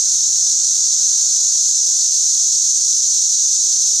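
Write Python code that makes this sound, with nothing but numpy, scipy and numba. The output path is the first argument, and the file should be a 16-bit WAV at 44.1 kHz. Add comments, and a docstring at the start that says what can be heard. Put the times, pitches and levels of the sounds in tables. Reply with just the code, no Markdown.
"""Summer trees with a dense chorus of periodical cicadas. Each insect buckles its tymbals hundreds of
times a second and rings its hollow abdomen near 6 kHz; a few are close, the rest merge into a hiss
scattered by the leaves. Far quieter: a distant rumble, a faint hum and the low drone of a second cicada
species. A fast limiter holds the level."""
import sys
import numpy as np
from scipy import signal
from scipy.fft import rfft, irfft
from scipy.io import wavfile
from scipy.ndimage import uniform_filter1d, minimum_filter1d, map_coordinates
from numba import njit

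SR = 44100
rng = np.random.default_rng(int(sys.argv[2]) if len(sys.argv) > 2 else 0)


def digitize_waveform(pressure):
    """Quantize a signal to 16-bit integers and store it at the path in sys.argv[1].

    Rows of a 2-D input are taken as channels; values are limited to [-1, 1].
    """
    field = np.atleast_2d(pressure).T
    bounded = np.clip(field, -1, 1)
    quanta = np.round(bounded * 32767).astype(np.int16)
    wavfile.write(sys.argv[1], SR, quanta)


N = 176400

BACKGROUND_SIDE_DB = -11
CLICK_HZ, CLICK_SPREAD, CLICK_JITTER = 270, .25, .07  # spread between insects and wobble: log units
SWELL_HZ, SWELL_DB = 1.5, 1.5
LEAF_T60_S, LEAF_DB, CANOPY_T60_S = .05, -3, .35
LIMIT_DB, LIMIT_ATTACK_S, LIMIT_RELEASE_S, MAKEUP_DB = -12, .0002, .012, 4


def undb(db):
    """Decibels to gain."""
    return 10 ** (np.asarray(db) / 20)


def level(x, db):
    """Set the rms level."""
    return x * undb(db) / np.sqrt(np.mean(x ** 2))


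def freqs():
    """Bin frequencies in Hz, floored at 1."""
    return np.maximum(np.arange(N // 2 + 1) * SR / N, 1)


def contour(points):
    """Gain per bin from (frequency [Hz], level [dB]) points."""
    hz, db = np.array(points).T
    return undb(np.interp(np.log(freqs()), np.log(np.sort(hz)), db))


def timeline(points):
    """Level per sample from (time [s], level [dB]) points."""
    return np.interp(np.arange(N) / SR, *np.array(points).T)


def walk(hz):
    """Random drift with spread 1."""
    knots = rng.standard_normal(1024)
    return map_coordinates(knots, [np.arange(N) * hz / SR], order=1, mode="wrap") * np.sqrt(3 / 2)


def band(hz, width_hz):
    """Noise in one narrow resonance."""
    return irfft(rfft(rng.standard_normal(N)) / (1 + ((freqs() - hz) / width_hz * 2) ** 2), N)


def stereo(mid, side):
    """Left and right from mid and side."""
    return np.array([mid + side, mid - side])


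def scatter(x, t60_s):
    """Dense small reflections that die away."""
    tail = rng.standard_normal(N) * np.exp(-np.log(1000) * np.arange(N) / SR / t60_s)
    return irfft(rfft(x) * rfft(tail / np.sqrt(np.sum(tail ** 2))), N)


def rumble(mono_below_hz=350):
    """Distant rumble and air: dark noise, centred in the bass."""
    # noise spectrum (frequency [Hz], relative density [dB])
    air = [(15, -47), (25, -15), (103, -1), (200, -4), (234, -5), (262, -9), (435, -9.5), (1220, -8.5),
           (1480, -8), (2020, -9.5), (2600, -13.5), (3380, -44), (5720, -120)]
    corner_hz = 2 * air[-1][0]
    colour = contour(air) / (1 + (freqs() / corner_hz) ** 2)
    mid, side = rfft(rng.standard_normal((2, N))) * colour
    side = side * undb(BACKGROUND_SIDE_DB) / (1 + (mono_below_hz / freqs()) ** 4)
    return stereo(irfft(mid, N), irfft(side, N))


def hum():
    """Faint hum: narrow bands of low noise."""
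    # hum bands (centre [Hz], width [Hz], level [dB])
    bands = [(108, 26, -67), (234, 4, -68.5)]
    return sum(level(band(hz, width_hz), db) for hz, width_hz, db in bands)


def drone(hz=1485, width_hz=110):
    """A second cicada species, far off, merged into one band."""
    return stereo(band(hz, width_hz), undb(BACKGROUND_SIDE_DB) * band(hz, width_hz))


def background():
    """Rumble, hum and drone, sinking slowly together."""
    # background envelope (time [s], relative level [dB])
    envelope = [(0.05, -52.5), (0.26, -53.5), (0.27, -54.5), (1.0, -53), (2.84, -59), (3.9, -57.5)]
    gain = level(undb(timeline(envelope)), 0)
    return (level(rumble(), db=-55.5) + hum() + level(drone(), db=-67)) * gain


def tymbal():
    """One insect's buckling tymbals: a click train of wavering rate and strength."""
    offset = CLICK_SPREAD * rng.standard_normal()
    wobble = CLICK_JITTER * (walk(SWELL_HZ) + 2 * walk(CLICK_HZ))
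    rate_hz = CLICK_HZ * np.exp(offset + wobble)
    cycles = rng.random() + np.cumsum(rate_hz) / SR
    clicks = np.diff(np.floor(cycles), prepend=0)
    return clicks * undb(SWELL_DB * walk(SWELL_HZ))


def abdomen(clicks, pitch):
    """Each click rings the hollow body; a smaller insect rings higher."""
    # ring of one click (frequency [Hz], relative density [dB])
    ring = [(1400, -73), (2400, -47.5), (3000, -36), (3500, -24.5), (4000, -17), (4400, -14), (4900, -14.5),
            (5400, -7.5), (5900, -1.1), (6350, 0.5), (6900, -2.5), (7700, -12.5), (8500, -16),
            (9700, -29.5), (10700, -33.5), (12200, -36.5), (14000, -44.5), (15700, -51)]
    low_cut_hz = ring[0][0] / 2
    gain = contour([(hz * pitch, db) for hz, db in ring]) / np.sqrt(1 + (low_cut_hz / freqs()) ** 2)
    # minimum phase: the ring follows the click
    cepstrum = irfft(np.log(gain), N)
    cepstrum[1:N // 2] *= 2
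    cepstrum[N // 2 + 1:] = 0
    return irfft(rfft(clicks) * np.exp(rfft(cepstrum)), N)


def far_cicadas(count=12, side_db=-14.5):
    """The crowd in the canopy, its clicks smeared into a hiss."""
    crowd = [tymbal() for _ in range(count)]
    mid, side = (sum(scatter(clicks, CANOPY_T60_S) for clicks in crowd) for _ in range(2))
    return abdomen(stereo(mid, undb(side_db) * side), pitch=1)


def near_cicadas(count=8, max_pan=.45, pitch_spread=.015, flutter_db=5, flutter_hz=28):
    """Single buzzes across the nearest branches, with short echoes off the leaves."""
    out = 0
    for pan in np.linspace(-max_pan, max_pan, count):
        clicks = tymbal() * undb(flutter_db * walk(flutter_hz))
        buzz = abdomen(clicks, pitch=np.exp(pitch_spread * rng.standard_normal()))
        buzz = level(buzz + undb(LEAF_DB) * scatter(buzz, LEAF_T60_S), 0)
        out = out + stereo(buzz, pan * buzz)
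    return out


def chorus(body_hz=6350, body_sigma_hz=900, flutter_db=.47, flutter_hz=24):
    """Near and far cicadas: a steady body tone, with a fluttering rasp above and below it."""
    # stereo width (frequency [Hz], side gain [dB])
    width = [(3000, 1), (6300, 0), (8500, -1.5), (10500, -6), (14000, -20)]
    # balance (frequency [Hz], left minus right [dB])
    balance = [(3000, -1.4), (6300, -1.14), (9000, -.5), (12000, 0)]
    # rasp envelope (time [s], gain [dB])
    rasp_envelope = [(0, 0.3), (1.1, -0.5), (1.5, 0.2), (1.85, -0.5), (2.25, 0.5), (2.9, -0.76), (4, 0)]
    left, right = rfft(level(near_cicadas(), db=-22.5) + level(far_cicadas(), db=-16))
    spectrum = stereo(left + right, (left - right) * contour(width)) / 2
    spectrum *= contour(balance) ** np.array([[.5], [-.5]])
    body_band = np.exp(-.5 * ((freqs() - body_hz) / body_sigma_hz) ** 2)
    body = irfft(spectrum * body_band, N)
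    rasp = irfft(spectrum * (1 - body_band), N)
    rasp_db = timeline(rasp_envelope) + flutter_db * walk(flutter_hz)
    return body + rasp * undb(rasp_db)


def scene():
    """The chorus over its quiet background."""
    return chorus() + background()


@njit
def follow(size, attack, release, start):
    """Peak follower: fast rise, slow fall."""
    out, envelope = np.empty(len(size)), start
    for i in range(len(size)):
        envelope += (size[i] - envelope) * (attack if size[i] > envelope else release)
        out[i] = envelope
    return out


def record(dry):
    """Fast look-ahead limiter, make-up gain, steep low-pass."""
    threshold = float(undb(LIMIT_DB))
    attack, release = 1 / (LIMIT_ATTACK_S * SR), 1 / (LIMIT_RELEASE_S * SR)
    peak = follow(np.abs(dry).max(axis=0), attack, release, threshold)
    gain = minimum_filter1d(threshold / np.maximum(peak, threshold), size=64)
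    gain = uniform_filter1d(uniform_filter1d(gain, size=48), size=48) * undb(MAKEUP_DB)
    low_pass = signal.ellip(10, .1, 80, 15750, fs=SR, output="sos")
    return signal.sosfilt(low_pass, dry * gain)


dry = scene()
out = record(dry)
digitize_waveform(out)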